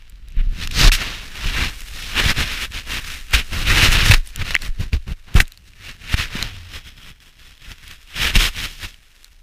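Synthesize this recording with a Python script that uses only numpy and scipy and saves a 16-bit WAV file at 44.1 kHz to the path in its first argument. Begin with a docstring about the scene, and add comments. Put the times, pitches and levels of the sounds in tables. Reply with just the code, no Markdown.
"""Fur rubbing on a small camera

An animal's fur rests on a small outdoor camera, right on its microphone port, and rubs over it
stroke by stroke. Countless hairs flick the housing, as random clicks and noise that merge into a hiss.
The pushing body pumps air into the port and bumps the case: slow filtered noise and damped swings.
Stiff hairs and grit tick and something hard knocks, as short rings with bursts of noise.
A low hum, a gliding sine, passes once over a faint hiss, and the loudest moments overload the input."""
import sys
import numpy as np
from scipy.fft import rfft, irfft, next_fast_len
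from scipy.io import wavfile
from scipy.ndimage import uniform_filter1d, map_coordinates

SR = 44100
rng = np.random.default_rng(int(sys.argv[2]) if len(sys.argv) > 2 else 0)


def waveform_to_disk(signal):
    """Save audio, clipped to [-1, 1], as 16-bit WAV at the path in sys.argv[1]."""
    frames = np.transpose(np.atleast_2d(signal))
    scaled = np.clip(frames, -1, 1) * 32767
    samples = np.round(scaled).astype(np.int16)
    wavfile.write(sys.argv[1], SR, samples)


N = 415422  # length in samples

# Colour of the faint steady hiss. Each row: frequency in Hz, relative level in dB per Hz.
HISS_COLOUR = [(30, 6.5), (150, 3), (600, 6), (2500, 2), (7000, -2), (15000, -7)]
# A low hum that sinks and fades. Each row: time in seconds, centre pitch in Hz, level in dB.
HUM_PATH = [(6.36, 102.9, -60), (6.42, 101, -35), (6.53, 96.5, -37.5), (6.62, 86.5, -34.5),
            (6.70, 86.3, -38), (6.76, 82, -70)]
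# Ticks of stiff hairs and grit. Each row: start in seconds, level in dB, ring pitch in Hz,
# extra treble of the crack in dB.
HAIR_TICKS = [(.0973, -37, 4650, 16), (0.1573, -39, 4020, -5), (.285, -35, 3940, 9), (.3037, -39, 2610, 4),
              (0.322, -35, 2500, -2), (0.6741, -8.5, 2700, -1.5), (0.7105, -15.5, 2700, -10),
              (0.713, -13, 2770, -1), (1.0364, -20.5, 2870, 7.5), (1.8063, -18.5, 2790, 4),
              (2.4768, -14.5, 3980, -7), (2.72, -17.5, 2700, -5), (2.7436, -13.5, 2950, -11),
              (3.309, -19, 2800, 2.5), (4.2615, -30.5, 2970, 5), (4.2742, -17.5, 9900, -5),
              (4.3603, -14, 3000, 8), (4.6203, -15, 4200, 4), (4.9317, -9.5, 2500, -15.5),
              (5.343, -23, 3270, 8.5), (5.4545, -28, 3860, -10), (5.4797, -28.5, 2530, 8.5),
              (5.5207, -22, 4000, 2), (5.5747, -27, 4290, -1), (5.7348, -27, 2480, -17),
              (6.4265, -1, 4070, -6.5), (7.203, -30, 3250, -10), (7.578, -30, 3320, -5),
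              (7.7175, -19.5, 3340, -8), (7.879, -22, 3650, 0), (7.912, -17, 3000, -7),
              (8.943, -26, 3000, -7), (9.117, -38, 3000, -2), (9.2447, -22.5, 4200, 3.5)]
# Colour of a snapping hair. Each row: frequency in Hz, relative level in dB per Hz.
SNAP_COLOUR = [(600, -23), (1800, -2), (3500, -1), (6000, -3), (11000, -9.5), (14500, -8), (16000, -36.5)]
# Hard knocks on the case. Each row: start in seconds, level in dB, main ring pitch in Hz,
# time to the peak of the swell in seconds, time for the scrape to fall 60 dB in seconds.
HARD_KNOCKS = [(0.8035, -7.5, 3080, 0.00077, 0.0067), (0.8948, -15, 1700, 0.00074, 0.011),
               (.9175, -8, 2550, 0.0014, 0.0091), (3.336, -5, 2350, 0.00025, 0.012),
               (4.1119, 0, 2250, 0.00051, 0.038), (4.119, -2.5, 2590, 0.0012, .02),
               (4.138, 0, 1910, 0.00063, 0.029), (4.143, -5, 2600, 0.00067, .02),
               (4.417, -19.5, 2320, 0.0014, 0.014), (4.507, -13.5, 1960, 0.00081, 0.043),
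               (4.5448, -9.5, 2710, 0.0016, .001), (4.5518, 1, 1990, 0.00086, .003),
               (4.564, -5, 2190, 0.00087, 0.0009), (5.402, 3, 1840, 0.00076, 0.01),
               (5.4052, 0, 2550, 0.00025, 0.0082), (6.141, -9.5, 1750, 0.00057, 0.018),
               (8.3552, -2.5, 2830, .0008, 0.011)]
# Colour of a hard scrape. Each row: frequency in Hz, relative level in dB per Hz.
SCRAPE_COLOUR = [(300, -7), (1400, -2), (2500, -1), (4200, 2), (7000, -14.5), (15000, -19.5)]
# Soft bumps of the body. Each row: start in seconds, level in dB, starting pitch in Hz,
# time to fall 60 dB in seconds.
BODY_BUMPS = [(0.37, -6, 31, 0.48), (0.47, -8, 31.2, 0.24), (.835, -0.5, 37, 0.19), (.863, -2, 35.6, 0.31),
              (1.457, -11, 35.5, 0.27), (1.623, -10.5, 60.4, 0.078), (2.392, -27, 50, 0.032),
              (3.341, -6, 56, 0.17), (3.829, -2, 83.5, 0.064), (3.886, 3.5, 29.7, 0.058),
              (4.098, 1.5, 105, 0.096), (4.134, 1.5, 27.2, 0.14), (4.175, -7, 29.8, 0.14),
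              (4.69, -7.5, 24.9, 0.12), (4.93, -4, 72.4, 0.13), (5.352, 5, 91, 0.047),
              (5.364, 0.5, 24.5, 0.21), (6.141, 6.5, 62, 0.022), (6.353, -10, 188, 0.024),
              (8.358, -2.5, 37.6, 0.26)]
# Slow drift of air at the port. Each row: time in seconds, level in dB.
AIR_DRIFT = [(0.0, -41.5), (0.73, -25), (1.15, -37), (2.39, -30), (2.54, -33), (3.17, -34.5), (4.01, -22),
             (4.22, -34.5), (4.83, -27.5), (5.85, -64), (6.22, -34), (7.11, -59), (8.08, -46), (8.37, -28),
             (9.1, -53), (9.42, -46)]
# Colour of the slow sway of pressure. Each row: frequency in Hz, relative level in dB per Hz.
SWAY_COLOUR = [(8, -14), (18, 6.5), (28, 4), (45, -3.5), (70, -12.5), (120, -42), (300, -85)]
# Colour of the dragging shudder. Each row: frequency in Hz, relative level in dB per Hz.
SHUDDER_COLOUR = [(30, -18), (60, 1), (90, -4), (130, -9), (200, -14), (300, -23.5), (500, -33),
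                  (1200, -52)]
# The coat resting on the case between strokes. Each row: time in seconds, rub in dB,
# bristle fizz in dB relative to the rub, weight on the case in dB. Shared trims follow in the code.
RESTING_COAT = [(0.0, -54.0, -13.0, -60), (0.2, -60.5, -12.5, -52), (0.5, -49.5, -25, -36),
                (1.25, -42.5, -6.5, -44), (1.82, -42.5, -1.5, -49.5), (2.7, -51.5, -1.5, -46),
                (3.2, -53.5, 1, -63), (3.6, -36.5, -7.0, -33), (4.2, -49.5, -7, -56),
                (4.75, -51.5, -8.0, -55), (5.22, -57.0, -6, -61), (5.47, -52.5, -7, -73.0),
                (5.6, -59, -4.0, -51.5), (6.55, -44, -11, -47), (7.15, -60, -8.5, -55.5),
                (8.05, -53.5, -4, -68), (8.75, -50.5, 1, -60.0), (9.0, -57.0, -5.0, -61),
                (9.25, -55.5, -2.5, -69), (9.42, -63, -4, -56)]
# Strokes of the fur. Each row: time of reaching full speed, rise, hold and fall in seconds, rub in dB,
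# then soft underfur, stiff hair tips and bristle fizz in dB relative to the rub,
# and weight on the case in dB. Shared trims follow in the code.
FUR_STROKES = [(0.396, 0.051, 0.0081, 0.032, -36, -3, -14, -31, -31),
               (0.625, 0.1, 0.012, 0.06, -29.5, -1.5, 3.5, -12, -30.5),
               (0.807, 0.077, 0.0083, 0.04, -17.5, 2.5, 9.5, -9, -19),
               (0.833, 0.044, 0.05, 0.013, -18.5, 8, 9.5, -8.5, -22),
               (0.92, 0.003, 0.014, 0.049, -15, -12, 5, -5, -30),
               (1.01, 0.087, 0.0038, 0.277, -24.5, 3, 2, -15.5, -35.5),
               (1.487, 0.2, 0.0089, 0.023, -25.5, 1.5, 1.5, -14.0, -30),
               (1.575, 0.11, 0.067, 0.094, -22, 2.5, 0.5, -15.0, -26.5),
               (1.965, 0.08, 0.17, 0.011, -34.5, 0.5, 4.5, -8.0, -42),
               (2.2, 0.086, 0.0061, 0.03, -14.5, 1.5, -7, -15.5, -29.5),
               (2.298, 0.18, 0.014, 0.022, -16.5, 2, 1.5, -12.5, -21.5),
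               (2.386, 0.042, 0.04, 0.04, -19.5, 2.5, 0.0, -12, -23),
               (2.522, 0.185, 0.0056, 0.112, -24.5, 0, 0.5, -13.0, -33),
               (2.638, 0.16, 0.009, 0.027, -24.5, -0.5, -2.5, -10.5, -39),
               (2.747, 0.043, 0.036, 0.061, -30, -0.5, 1, -11.5, -37.5),
               (2.92, 0.071, 0.069, 0.026, -24.5, 1.5, -1, -10.5, -34),
               (3.079, 0.16, 0.066, 0.116, -31.5, -2.0, 0.5, -7, -40),
               (3.339, 0.013, 0.0081, 0.024, -11, -2, -4, -11, -20),
               (3.364, 0.07, 0.031, 0.039, -20.5, -0.5, -1.5, -13.5, -30),
               (3.532, 0.029, 0.1, 0.023, -27.5, 3, 1, -10, -27),
               (3.681, 0.05, 0.085, 0.043, -17.5, 0.5, -2, -13, -21.5),
               (3.779, 0.058, 0.092, 0.068, -14, 1.5, -0.5, -12.5, -24.5),
               (3.923, 0.025, 0.0087, 0.03, -16, 3.5, 1, -5.5, -21),
               (3.949, 0.057, 0.069, 0.056, -15.5, 0.5, -1.0, -15.5, -20),
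               (4.059, 0.043, 0.06, 0.065, -17.0, 1, 2.5, -8.5, -21),
               (4.268, 0.034, 0.02, 0.06, -49, -1, 8, 3, -57),
               (4.376, 0.1, 0.0072, 0.03, -42.5, -2, 4, -17, -52),
               (4.418, 0.056, 0.0065, 0.012, -25.5, 2, -1, -16.5, -23),
               (4.46, 0.038, 0.056, 0.08, -29.5, 1, 1, -12.5, -33.0),
               (4.639, 0.054, 0.024, 0.04, -32, 3, 2, -7.5, -33.5),
               (4.808, 0.028, 0.0043, 0.069, -34, 5.5, 3.5, -11.5, -22.5),
               (4.936, 0.016, 0.0088, 0.029, -33, 11, 5, -14, -15.5),
               (5.08, 0.019, 0.044, 0.02, -40.5, 8.5, 1, -13.5, -28.5),
               (5.292, 0.041, 0.053, 0.06, -45.0, 9, 0, -18, -43.5),
               (5.363, 0.016, 0.0056, 0.054, -20, 9, -1.5, -9.5, -15),
               (5.405, 0.01, 0.006, 0.022, -21, -7.0, -3, -3.5, -21.0),
               (5.68, 0.051, 0.005, 0.03, -50.5, -2, 6, -6, -57),
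               (5.888, 0.117, 0.006, 0.065, -32.5, -1, 0, -12, -39.5),
               (6.04, 0.066, 0.056, 0.02, -39.5, -1, -0.5, -13.5, -43.5),
               (6.128, 0.063, 0.019, 0.012, -23.5, -2, -1.5, -14, -31),
               (6.184, 0.03, 0.024, 0.079, -20.5, -4, 0.5, -14.0, -29.5),
               (6.365, 0.11, 0.047, 0.153, -29, 4.5, 1, -14, -31.5),
               (6.767, 0.085, 0.0065, 0.035, -32.5, 3.5, 1.5, -9, -37.5),
               (6.873, 0.058, 0.012, 0.029, -41.5, -2.0, -1, -9.5, -43),
               (7.096, 0.24, 0.0066, 0.036, -41, -0.5, -3, -9, -42.5),
               (7.203, 0.0041, 0.095, 0.057, -50.5, 1, -1.5, -5.5, -57),
               (7.396, 0.035, 0.128, 0.013, -49.0, 1, 2, -7.5, -49.5),
               (7.613, 0.018, 0.063, 0.044, -47.5, -4, -4, -12.0, -50.0),
               (7.699, 0.1, 0.019, 0.038, -39.0, 0, 1, -9.5, -39),
               (7.906, 0.2, 0.004, 0.102, -40.5, -1.5, -1, -9.0, -45),
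               (8.227, 0.098, 0.048, 0.065, -18.0, -0.5, -2, -11.5, -27),
               (8.359, 0.022, 0.0057, 0.019, -13, 2, 0.5, -9, -14.5),
               (8.403, 0.033, 0.063, 0.038, -18, 1, 1, -7.5, -28.5),
               (8.61, 0.095, 0.037, 0.057, -25, -1.0, -0.5, -9.5, -32.5),
               (8.708, 0.22, 0.15, 0.131, -42.5, -0.5, 4.5, -6, -50),
               (8.839, 0.047, 0.0088, 0.026, -27, 2, 1, -9, -32)]
# Colour of hairs on the housing. Each row: frequency in Hz, relative level in dB per Hz.
HOUSING_COLOUR = [(100, -19.5), (250, -5), (400, -9), (550, -10.5), (800, -10.5), (1050, -7.5), (1350, -2),
                  (1900, 0), (2800, 2.5), (3400, -6), (4400, -8), (5400, -12), (6500, -17.5), (9000, -38)]
# Colour of the bristle fizz. Each row: frequency in Hz, relative level in dB per Hz.
FIZZ_COLOUR = [(3000, -50), (5000, -4), (6500, -0.5), (8000, 0), (9500, -1.5), (12000, -3), (15500, -7.5)]
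# Narrow resonances of the case. Each row: frequency in Hz, width in Hz, level in dB.
CASE_MODES = [(1800, 180, -10.5), (2500, 120, -43), (3270, 300, -43), (3810, 650, -1.5), (5500, 300, -14),
              (9400, 500, -13)]
# How freely the port sings when hair tips skim its rim. Each row: time in seconds,
# level in dB before a shared trim.
RIM_SKIM = [(0, -23), (.7, -9), (.84, -12), (1.0, -16), (2.2, -2), (3.7, -17), (5.8, -27), (6.5, -3),
            (6.9, 7), (7.9, 0), (8.3, 2), (9.42, -3)]
# Resonances of the port's rim. Each row: frequency in Hz, width in Hz, level in dB before that trim.
RIM_MODES = [(3330, 250, 2.5), (5190, 240, -1.5), (13400, 670, -5)]

# A stroke drops this far over its rise or fall time, with rounded shoulders.
EDGE_DB, EDGE_CURVE = 20, 1.264
# Underfur and hair tips of the resting coat, in dB relative to its rub.
REST_UNDERFUR_DB, REST_TIPS_DB = 2, 2
# Slow sway relative to the weight, the time over which it follows, and the dragging shudder.
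SWAY_DB, SWAY_LAG_S, SHUDDER_DB = 2.5, 0.01, 0
TREBLE_HZ = 6500  # above this the finest hairs add their own crack
TOP_HZ = 15400  # band limit of the input


def amp(db):
    """Turn decibels into gain."""
    return 10 ** (np.asarray(db) / 20)


def decibels(gain):
    """Turn gain into decibels."""
    return 20 * np.log10(gain)


def unit(x):
    """Scale x to an average (rms) strength of 1."""
    return x / np.sqrt(np.mean(x ** 2) + 1e-20)


def curves(rows):
    """Draw lines between the rows: one value per sample for each column after the time."""
    s, *columns = np.transpose(rows)
    order = np.argsort(s, kind="stable")
    t = np.arange(N) / SR
    return [np.interp(t, s[order], column[order]) for column in columns]


def wobble(rate):
    """Make a smooth random curve through rate random points a second."""
    points = rng.standard_normal(int(N * rate / SR) + 4)
    return unit(map_coordinates(points, [np.arange(N) * rate / SR]))


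def filtered(x, response):
    """Multiply the spectrum of x by a response that depends on frequency."""
    m = next_fast_len(N + SR // 2)  # spare room for ringing past the end
    return irfft(rfft(x, m) * response(np.fft.rfftfreq(m, 1 / SR)), m)[:N]


def lowpassed(x, edge_hz, order):
    """Fade out what lies above the edge, more steeply for a higher order."""
    return filtered(x, lambda hz: 1 / (1 + (hz / edge_hz) ** order))


def coloured(x, points):
    """Give x the colour of (Hz, dB) points, at rms 1."""
    f, db = np.transpose(points)
    return unit(filtered(x, lambda hz: amp(np.interp(np.log(hz + 1), np.log(f), db))))


def resonate(x, modes):
    """Let x drive a set of resonances and return only their ringing."""
    def response(f):
        return sum(amp(db) * 1j * f * width / (centre * centre - f * f + 1j * f * width)
                   for centre, width, db in modes)
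    return filtered(x, response)


def add(track, s, sound):
    """Mix a sound into the track at time s."""
    part = track[max(round(s * SR), 0):][:len(sound)]
    part += sound[:len(part)]


def hiss():
    """A faint, steady random noise lies under everything."""
    return amp(-69.5) * coloured(rng.standard_normal(N), HISS_COLOUR)


def hum():
    """A soft low tone slides down under the rubbing; its pitch wavers a little."""
    hz, db = curves(HUM_PATH)
    turns = np.cumsum(hz * (1 + 0.011 * wobble(25))) / SR
    return amp(db) * np.sin(2 * np.pi * turns)


def ticks():
    """A stiff hair or a grain of grit snaps on the case: a bright crack with a very short ring."""
    out, t = np.zeros(N), np.arange(SR // 30) / SR
    snap = coloured(rng.standard_normal(N), SNAP_COLOUR)
    low = lowpassed(snap, TREBLE_HZ, 8)
    high = snap - low
    for s, db, hz, treble_db in HAIR_TICKS:
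        now = slice(round(s * SR), round(s * SR) + len(t))
        ring = 0.74 * amp(-60 * t / 0.0059) * np.sin(2 * np.pi * hz * t)
        crack = 0.43 * amp(-60 * t / 0.0072) * (low[now] + amp(treble_db) * high[now])
        onset = 1 - np.exp(-t / 0.00017)
        add(out, s, amp(db) * onset * (ring + crack))
    return out


def knocks():
    """A hard contact scrapes briefly while the port cavity swells and rings for a few cycles."""
    out, t = np.zeros(N), np.arange(SR // 20) / SR
    grit = coloured(rng.standard_normal(N), SCRAPE_COLOUR)
    for s, db, hz, rise, t60 in HARD_KNOCKS:
        swell = (t / rise * np.exp(1 - t / rise)) ** 2
        overtone = np.sin(2 * np.pi * hz * 1.53 * t + rng.uniform(0, 2 * np.pi))
        ring = np.sin(2 * np.pi * hz * t) + 0.29 * overtone
        scrape = 0.44 * amp(-60 * t / t60) * grit[round(s * SR):][:len(t)]
        add(out, s, amp(db) * (swell * ring + scrape))
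    return out


def bumps():
    """Each bump is a heavily damped swing of pressure that slows as the fur gives way."""
    out, t = np.zeros(N), np.arange(SR // 3) / SR
    for s, db, hz, t60 in BODY_BUMPS:
        turns = hz * t * (1 - 0.1 * (1 - np.exp(-t / 0.018)))
        onset = 1 - np.exp(-t / 0.0011)
        add(out, s, amp(db - 60 * t / t60) * onset * np.sin(2 * np.pi * turns))
    return out


def flicks(rate, spread_db):
    """Hairs slip off an edge: random clicks of uneven size, rate a second, at steady power."""
    chance = np.clip(rate / SR, 1e-4, 1)
    sizes = rng.choice([-1, 1], N) * amp(spread_db * rng.standard_normal(N))
    return unit((rng.random(N) < chance) * sizes / np.sqrt(chance))


def pressure(weight):
    """The leaning body pumps air into the port and drags the case in small jerks."""
    drift_db, = curves(AIR_DRIFT)
    lean = filtered(weight, lambda hz: 1 / (1 + 2j * np.pi * hz * SWAY_LAG_S))
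    sway = coloured(rng.standard_normal(N), SWAY_COLOUR)
    # dividing by the recent strength makes the pushes more even
    strength = np.sqrt(np.abs(uniform_filter1d(sway ** 2, size=4000)) + 0.13)
    sway = unit(sway / strength)
    shudder = coloured(flicks(900, spread_db=6.5), SHUDDER_COLOUR)
    sway_gain = np.hypot(amp(SWAY_DB) * lean, amp(drift_db))
    return sway_gain * sway + amp(SHUDDER_DB) * weight * shudder


def contact():
    """Each stroke rises, holds and falls, adding its power to that of the resting coat."""
    t = np.arange(N) / SR
    rub_db, fizz_db, weight_db = curves(RESTING_COAT)
    # gains in order: rub, underfur, hair tips, fizz, weight
    power = amp([rub_db, rub_db + REST_UNDERFUR_DB, rub_db + REST_TIPS_DB,
                 rub_db + fizz_db, weight_db]) ** 2
    for s, rise, hold, fall, db, underfur, tips, fizz, weight in FUR_STROKES:
        near = slice(*np.searchsorted(t, [s - 3 * rise, s + hold + 3 * fall]))
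        before = (s - t[near]) / rise
        after = (t[near] - s - hold) / fall
        away = np.maximum(np.maximum(before, after), 0)
        shape = amp(-EDGE_DB * away ** EDGE_CURVE)
        peaks = amp([db, db + underfur, db + tips, db + fizz, weight])
        power[:, near] += np.outer(peaks, shape) ** 2
    return np.sqrt(power)


def through_case(x):
    """The case passes everything and rings a little at its resonances."""
    return x + resonate(x, CASE_MODES)


def fur(rub_db, underfur_db, tips_db, fizz_db):
    """A faster stroke flicks more hairs, so sparse crackle merges into a loud hiss."""
    skim_db, = curves(RIM_SKIM)
    speed = amp(.5 * (rub_db + 25))  # a louder rub counts as a faster one
    crackle = flicks(8000 * speed, spread_db=5.0)
    smooth = 0.77 * rng.standard_normal(N)
    sparse = 0.099 * flicks(90, spread_db=0.0)
    hairs = through_case(crackle + smooth + sparse)
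    tufts = amp(rub_db + 0.86 * wobble(45) + 0.96 * wobble(260))  # hairs come in tufts

    # split the rub into bands from dull to sharp
    body = coloured(hairs, HOUSING_COLOUR)
    dull = lowpassed(body, 1250, 6)
    sharp = body - lowpassed(body, 3700, 8)
    middle = body - dull - sharp
    lower = lowpassed(middle, 2300, 8)
    upper = middle - lower

    # soft and stiff hairs touch by turns, so the colour keeps shifting
    shift = 1.23 * wobble(35)
    rub = amp(underfur_db + wobble(60)) * dull
    rub += amp(shift) * lower + amp(-shift) * upper
    rub += amp(tips_db + 0.88 * wobble(80)) * sharp
    rub = amp(-1.48) * rub + amp(fizz_db - 3.46) * coloured(hairs, FIZZ_COLOUR)
    singing = 0.63 * amp(skim_db) * resonate(rub, RIM_MODES)
    return tufts * (rub + singing)


def scene():
    """Everything happens at the port, over a faint steady hiss; the pushes lose their slowest swings."""
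    rub, underfur, tips, fizz, weight = contact()
    background = hiss() + hum()
    contacts = knocks() + ticks()
    pushes = filtered(pressure(weight) + bumps(), lambda hz: 1j * hz / (7 + 1j * hz))  # fade out what lies below 7 Hz
    coat = fur(decibels(rub), decibels(underfur / rub), decibels(tips / rub), decibels(fizz / rub))
    return (background + contacts + pushes + coat)[None]


def record(dry):
    """The input saturates near full scale and keeps nothing above its band limit."""
    clipped = dry / (1 + np.abs(dry) ** 8) ** (1 / 8)
    return filtered(clipped[0], lambda hz: hz < TOP_HZ)[None]


dry = scene()
out = record(dry)
waveform_to_disk(out)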